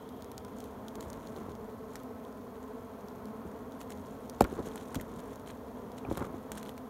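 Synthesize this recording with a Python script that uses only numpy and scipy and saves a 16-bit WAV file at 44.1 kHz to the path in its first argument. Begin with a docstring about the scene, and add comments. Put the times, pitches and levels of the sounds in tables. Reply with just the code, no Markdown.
"""A dense swarm of honeybees hums around a box outdoors, among leaves.
Dozens of wingbeats wander in pitch and distance and blend into one broad buzz.
Small dry ticks sound close by, over a low rumble of air and a faint hiss.
Mostly later on, knocks and rubs make the box ring, leaves crackle and rustle, and a twig taps."""
import sys
import numpy as np
from scipy import signal
from scipy.fft import rfft, irfft
from scipy.io import wavfile

SR = 44100
rng = np.random.default_rng(int(sys.argv[2]) if len(sys.argv) > 2 else 0)


def pcm_store(signal):
    """Save signal as 16-bit PCM."""
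    levels = np.round(np.clip(np.atleast_2d(signal), -1, 1) * 32767)
    wavfile.write(sys.argv[1], SR, levels.astype(np.int16).T)


N = 303849
TIME = np.arange(N) / SR

# tone of a crackling leaf (frequency [Hz], gain [dB])
LEAF_TONE = [(400, 13), (1500, 9.5), (2800, -1), (3300, 2), (4400, -3), (4900, -5), (6300, -1.5),
             (8500, -1), (10500, -4.5), (11700, -1), (14000, -2), (16000, -10)]
# low tone of the whole box rocking (frequency [Hz], gain [dB])
THUD_TONE = [(15, -28), (30, -21), (45, -2), (70, 4.5), (110, -2), (200, -0.5), (500, -10), (2000, -70)]


def undb(db):
    """Turn decibels into a number to multiply by."""
    return 10 ** (np.asarray(db) / 20)


def level(x, db):
    """Set a sound's average (rms) level."""
    return x * undb(db) / np.sqrt(np.mean(x ** 2))


def peak(x, db):
    """Set a sound's peak level."""
    return x * undb(db) / np.abs(x).max()


def curve(rows):
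    """Join (time, value) rows with straight lines."""
    return np.interp(TIME, *np.transpose(rows))


def drift(rate, hop=128):
    """A smooth random wobble, about 1 in size, that turns roughly rate times a second."""
    count = N // hop + 2
    hz = np.fft.rfftfreq(count, hop / SR)
    slow = irfft(rfft(rng.standard_normal(count)) / (1 + (hz / rate) ** 2), count)
    return np.interp(np.arange(N), np.arange(count) * hop, slow / slow.std())


def colour(x, tone, size=4096):
    """Shape a sound's bass and treble to follow (frequency, gain) rows."""
    hz, db = np.transpose(tone)
    log_hz = np.log(np.fft.rfftfreq(size, 1 / SR) + 1)
    log_gain = np.log(undb(np.interp(log_hz, np.log(hz), db)))
    # build the filter so that it never rings before the sound arrives
    cepstrum = irfft(log_gain)
    cepstrum[1:size // 2] *= 2
    cepstrum[size // 2 + 1:] = 0
    response = irfft(np.exp(rfft(cepstrum)))
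    return signal.fftconvolve(x, response)[:len(x)]


def resonance(x, hz, width_hz):
    """Keep the band of sound around one pitch."""
    return signal.lfilter(*signal.iirpeak(hz, hz / width_hz, fs=SR), x)


def add(track, start_s, x):
    """Mix a short sound into a track."""
    start = int(start_s * SR)
    track[start:start + len(x)] += x[:len(track) - start]


def grains(rate, scatter_db):
    """Tiny random clicks, about rate a second, a few much larger than the rest."""
    strength = undb(scatter_db * np.minimum(rng.exponential(size=N), 4))
    return rng.choice([-1, 1], N) * strength * (rng.random(N) < rate / SR)


def movements(rows, attack_s, release_s):
    """Loudness of overlapping movements: each rises, holds and dies away."""
    power = np.zeros(N)
    for start, length, db in rows:
        rise = np.clip(1 + (TIME - start) / attack_s, 0, 1)
        fall = np.exp(-np.maximum(TIME - start - length, 0) / release_s)
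        power += (undb(db) * rise * fall) ** 2
    return np.sqrt(power)


def bees(count, beat_hz, spread, wander, roam_db, rolloff, first_db, size=2048):
    """Each bee repeats its own wing stroke at its own pace, swerving nearer and farther."""
    out = np.zeros(N)
    harmonics = np.arange(1, 33)
    # the more alike the upstroke and downstroke, the weaker the first harmonic
    weights = harmonics ** -rolloff * undb(first_db * (harmonics == 1))
    # most bees beat near the common pace, a few well above or below it
    for pace in np.arctanh(np.linspace(-1, 1, count + 2)[1:-1]):
        # the direction of flight gives every bee a different stroke shape
        phases = np.exp(2j * np.pi * rng.random(len(harmonics)))
        stroke = irfft(np.r_[0, weights * phases], size)
        hz = beat_hz * np.exp(spread * pace + wander * drift(rate=3))
        place_in_stroke = np.cumsum(hz) / SR % 1 * size
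        nearness = undb(roam_db * np.tanh(drift(rate=1.5)))
        out += np.interp(place_in_stroke, np.arange(size + 1), np.r_[stroke, stroke[0]]) * nearness
    return level(out, 0)


def swarm():
    """Fast, round-toned fliers circle a slower, buzzier crowd that draws nearer and drifts off."""
    # tone of a beating wing (frequency [Hz], gain [dB])
    wing_tone = [(150, 4), (240, -0.75), (440, 3), (560, -2.5), (680, -1.5), (830, -6.5), (1000, 2.5),
                 (1170, -6), (1330, -5.5), (1700, -13.5), (2200, -17.5), (3000, -24.5), (5000, -43),
                 (9000, -69)]
    # how near the crowd is (time [s], relative level [dB])
    crowd_nearness = [(0.08, -54.5), (0.34, -52.5), (2.77, -52), (3.55, -50.5), (3.91, -52), (5.17, -53),
                      (5.62, -53.5), (6.19, -53), (6.85, -53)]
    fliers = bees(count=14, beat_hz=254, spread=0.04, wander=0.048, roam_db=8, rolloff=0.97, first_db=1)
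    crowd = bees(count=20, beat_hz=218.4, spread=0.032, wander=0.042, roam_db=3.5, rolloff=0.63,
                 first_db=-3)
    crowd_db = curve(crowd_nearness)
    nearness = undb(0.84 * (crowd_db - crowd_db.mean()))
    hum = colour(crowd * nearness + undb(-2.5) * fliers, wing_tone)
    slight_swell = undb(-0.06 * drift(rate=0.27))
    return level(hum * slight_swell, -46)


def air():
    """Moving air rumbles unevenly, with a steady hiss and a thin sizzle that is loudest at first."""
    # tones of the rumble and the hiss (frequency [Hz], gain [dB])
    rumble_tone = [(15, -55), (25, -19), (33, -27), (45, -6), (88, 1), (140, -3), (330, -4.5), (700, -8),
                   (2000, -31), (8000, -81)]
    hiss_tone = [(1000, 18.5), (2900, 2), (3300, 1), (4300, 3.5), (4900, 0), (6700, 1.5), (7700, -5),
                 (9500, 1.5), (10500, -5.5), (11500, 5), (13000, 3.5), (16000, -0.5)]
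    # air moving past the microphone (time [s], relative level [dB])
    draught = [(0.0, -57), (1.25, -54.5), (2.61, -61.5), (3.41, -58), (3.93, -56), (4.47, -54),
               (5.22, -55.5), (6.26, -55.5), (6.89, -61.5)]
    # loudness of the sizzle (time [s], level [dB])
    sizzle_levels = [(0, -70.5), (1.7, -81), (6.89, -77.5)]
    draught_db = curve(draught)
    gusts = undb(0.59 * (draught_db - draught_db.mean()) + 0.28 * drift(rate=15))
    rumble = level(colour(rng.standard_normal(N), rumble_tone), -50.5) * gusts
    hiss = level(colour(rng.standard_normal(N), hiss_tone), -60.5)
    sizzle = resonance(resonance(rng.standard_normal(N), 3290, 560), 3290, 560)
    return rumble + hiss + level(sizzle, 0) * undb(curve(sizzle_levels))


def snap(ring_hz, tone, decay_s, tail_db, tail_s, rise_s=0.00037, ring_db=1.5, size=1024):
    """A tiny break or tap: a burst of noise with a brief ring and a weak tail."""
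    t = np.arange(size) / SR
    rise = 1 - np.exp(-t / rise_s)
    fall = np.exp(-t / decay_s) + undb(tail_db) * np.exp(-t / tail_s)
    burst = rng.choice([-1, 1], size) * rise * fall
    ring = resonance(burst, ring_hz, width_hz=2500)
    return colour(burst + undb(ring_db) * ring, tone)


def faint_ticks(count=16, thinning=1.4, middle_db=-50, scatter_db=8, low_hz=3200, high_hz=11000):
    """Pick a random (time, level, pitch) for each faint tick; they come less often as time passes."""
    rows = []
    for k, (when, force, pitch) in enumerate(rng.random((count, 3))):
        start = TIME[-1] * ((k + when) / count) ** thinning
        db = middle_db + scatter_db * (2 * force - 1)
        rows.append((start, db, low_hz * (high_hz / low_hz) ** pitch))
    return rows


def ticks():
    """Very short, thin snaps sound close by, with fainter ones scattered among them."""
    # the clearer ticks (time [s], relative peak level [dB], ring pitch [Hz])
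    clear_ticks = [(0.222, -37.5, 4190), (0.244, -40, 3290), (0.316, -36.5, 11800), (0.379, -28.5, 4200),
                   (0.4482, -41, 3300), (0.5851, -41, 8280), (0.603, -33.5, 4250), (0.6404, -37.5, 8450),
                   (0.8824, -34.5, 3310), (0.9544, -34.5, 5870), (1.0071, -31, 7100), (1.101, -34, 7150),
                   (1.1303, -35, 6910), (1.2714, -36.5, 4400), (1.3625, -41, 3490), (1.5515, -43, 3110),
                   (2.0328, -43.5, 9350), (2.2498, -46.5, 3210), (3.084, -41, 6410), (3.7209, -42, 3610),
                   (4.2967, -29.5, 4240), (5.3574, -39, 5800)]
    # tone of a thin tick (frequency [Hz], gain [dB])
    tick_tone = [(1500, -10), (2850, -11), (3150, -3), (4400, -4), (4900, -5.5), (7000, -4.5),
                 (7900, -10.5), (9700, -5), (10500, -12), (12000, -3), (14000, -15), (16000, -3)]
    out = np.zeros(N)
    for start, db, hz in list(clear_ticks) + faint_ticks():
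        tick = snap(hz, tick_tone, decay_s=0.0004, tail_db=-28, tail_s=0.0047)
        add(out, start + 0.0006, peak(tick, db - 0.5))
    return out


def leaf_rustle(crumple_s=0.00059, resting_db=-71, size=256):
    """Leaves brush past, each at its own pitch, catching and slipping in quick spurts."""
    # long sweeps and short scratches (start [s], length [s], relative level [dB])
    brushes = [(.57, 0.1, -64.5), (1.02, 0.019, -57.5), (1.08, 0.44, -66), (1.9, .13, -63),
               (3.8, 0.031, -56), (3.906, 0.016, -55.5), (3.95, 0.65, -68), (4.5, .52, -61),
               (4.655, 0.026, -53.5), (4.77, 0.044, -56), (5.1, 0.24, -62.5), (5.472, 0.033, -53.5),
               (5.978, 0.0078, -52.5), (6.11, 0.15, -56), (6.335, 0.032, -60), (6.53, .16, -59.5),
               (6.566, 0.017, -49.5)]
    crumple = np.exp(-np.arange(size) / SR / crumple_s)
    leaves = np.zeros(N)
    for hz in np.geomspace(2200, 12500, 10):
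        catches = grains(rate=260, scatter_db=4.5)
        crinkles = signal.fftconvolve(catches, rng.standard_normal(size) * crumple)[:N]
        leaves += resonance(crinkles, hz, width_hz=0.67 * hz) * hz ** -0.18
    spurts = leaves * undb(4.8 * np.tanh(drift(rate=58)))
    brushing = movements(brushes, attack_s=0.016, release_s=0.012)
    contact = np.hypot(brushing, undb(resting_db))  # the leaves never fall quite silent
    return level(colour(spurts, LEAF_TONE), -1.03) * contact


def box_ring(t):
    """The box rings with several fading notes; each spot on its wall mixes them differently."""
    # the box's own notes (pitch [Hz], time to fade by 60 dB [s], relative level [dB])
    notes = [(193, 0.054, -18), (280, 0.11, -35), (382, 0.039, 5.5), (470, 0.024, 10.5), (560, 0.049, 4),
             (707, 0.034, 4), (830, 0.017, 9), (1020, 0.024, 0.5), (1193, 0.041, -9.5), (1376, 0.095, -15),
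             (1770, 0.098, -17), (2316, 0.034, -4)]
    spot = rng.standard_normal((len(notes), 2)) * [1.2, 0.012]
    ring = np.zeros(len(t))
    for (hz, fade_s, db), (extra_db, detune) in zip(notes, spot):
        fade = np.exp(-np.log(1000) * t / fade_s)
        ring += undb(db + extra_db) * np.sin(2 * np.pi * hz * (1 + detune) * t) * fade
    return ring


def box_rubs(size=4096):
    """Something rubs the box: many small slips keep it ringing and rocking, with a dry scrape on top."""
    # the rubs (start [s], length [s], relative level [dB])
    rubs = [(.95, 0.23, -52.5), (1.38, 0.096, -51.5), (4.44, 0.17, -48), (4.66, 0.67, -57),
            (6.05, 0.33, -53.5), (6.19, 0.058, -42.5), (6.48, 0.23, -54)]
    slips = grains(rate=1800, scatter_db=6.5)
    soft_slips = resonance(slips, 182, 150)
    wall = signal.fftconvolve(soft_slips, box_ring(np.arange(size) / SR))[:N]
    scrape = resonance(resonance(slips, 1010, 490), 1010, 490)
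    rocking = colour(slips, THUD_TONE)
    rubbing = level(wall, 0) + level(scrape, -3) + level(rocking, -4)
    return rubbing * movements(rubs, attack_s=0.042, release_s=0.019)


def box_knocks(lag_s=0.001866, thud_s=0.016, spot_db=3, soft_hz=200, light_db=-34, size=8192):
    """Blows make the box ring and rock with a thud; soft ones miss its high notes."""
    # blows (time [s], ring peak [dB], hardness as treble cutoff [Hz], pitch the struck spot favours [Hz])
    blows = [(0.97, -43, 250, 200), (1.483, -31.5, 500, 254), (3.45, -33.5, 345, 220),
             (4.4071, -6, 1670, 766), (4.419, -30, 400, 400), (4.446, -31, 500, 280),
             (4.524, -28.5, 550, 296), (4.587, -26.5, 616, 430), (4.598, -28, 700, 280),
             (4.668, -31, 800, 180), (4.958, -27, 256, 187), (6.049, -30.5, 2500, 745),
             (6.081, -30.5, 218, 161), (6.111, -21.5, 1500, 290), (6.12, -28, 600, 295),
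             (6.171, -27, 1200, 690), (6.209, -25.5, 700, 282), (6.22, -29, 1400, 280),
             (6.34, -31.5, 700, 305)]
    out = np.zeros(N)
    t = np.arange(size) / SR
    hz = np.fft.rfftfreq(size, 1 / SR)
    # the bending wall carries treble faster than bass; lag_s is the delay at 1000 Hz
    bending = np.exp(-4j * np.pi * lag_s * np.sqrt(hz * 1000))
    for start, db, hard_hz, spot_hz in blows:
        ring = box_ring(t)
        ring += undb(spot_db) * resonance(ring, spot_hz, width_hz=65)
        treble_cut = 1 / (1 + 1j * hz / hard_hz) ** 2
        ring = irfft(rfft(ring) * bending * treble_cut)
        thud = colour(rng.standard_normal(size) * np.exp(-t / thud_s), THUD_TONE)
        # the softer and heavier the blow, the more it rocks the box
        thud_db = 1.5 - 8.5 * np.log2(hard_hz / soft_hz) + 0.44 * (db - light_db)
        add(out, start, peak(ring, db))
        add(out, start + 0.0038, peak(thud, db + thud_db))
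    return out


def leaf_crackles():
    """Leaves crackle in tiny breaks, fuller and longer than the ticks."""
    # the crackles (time [s], relative peak level [dB], ring pitch [Hz])
    crackles = [(1.026, -43, 3420), (1.955, -30.5, 5000), (1.965, -46, 4800), (3.8126, -37, 3160),
                (3.903, -33.5, 6400), (4.4066, -19, 4700), (4.419, -30.5, 3630), (4.441, -31.5, 3250),
                (4.7567, -33, 8550), (4.9448, -25.5, 6400), (4.9545, -27.5, 3470), (5.0109, -32, 12000),
                (5.192, -46, 3870), (6.1714, -30.5, 12500), (6.1763, -36, 3380), (6.196, -40, 7120),
                (6.5172, -28.5, 6500), (6.5742, -36.5, 3110), (6.6282, -36.5, 4000), (6.6912, -35, 3630),
                (6.7774, -37.5, 4000)]
    out = np.zeros(N)
    for start, db, hz in crackles:
        crackle = snap(hz, LEAF_TONE, decay_s=0.0013, tail_db=-17, tail_s=0.0083)
        add(out, start + 0.0006, peak(crackle, db + 0.5))
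    return out


def twig_taps(decay_s=0.0028, size=2048):
    """A twig taps: each brief contact rings at one woody pitch."""
    # the taps (time [s], peak level [dB], ring pitch [Hz])
    taps = [(4.4478, -28, 1460), (4.998, -38.5, 1900), (6.049, -45, 2400), (6.223, -31.5, 1130),
            (6.244, -38, 1290)]
    out = np.zeros(N)
    t = np.arange(size) / SR
    for start, db, hz in taps:
        contact = rng.standard_normal(size) * np.exp(-t / decay_s)
        tap = resonance(resonance(contact, hz, 310), hz, 1200)
        add(out, start, peak(tap, db))
    return out


def scene():
    """Add all the sounds together in one channel."""
    mix = swarm() + ticks() + leaf_crackles() + leaf_rustle()
    mix += box_knocks() + twig_taps() + box_rubs() + air()
    return mix[None]


def record(dry, low_hz=33, top_hz=15750):
    """Cut away the deepest bass and the highest treble."""
    bass_cut = signal.butter(6, low_hz, "highpass", fs=SR, output="sos")
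    treble_cut = signal.ellip(10, 0.2, 70, top_hz, fs=SR, output="sos")
    return signal.sosfilt(treble_cut, signal.sosfilt(bass_cut, dry))


dry = scene()
out = record(dry)
pcm_store(out)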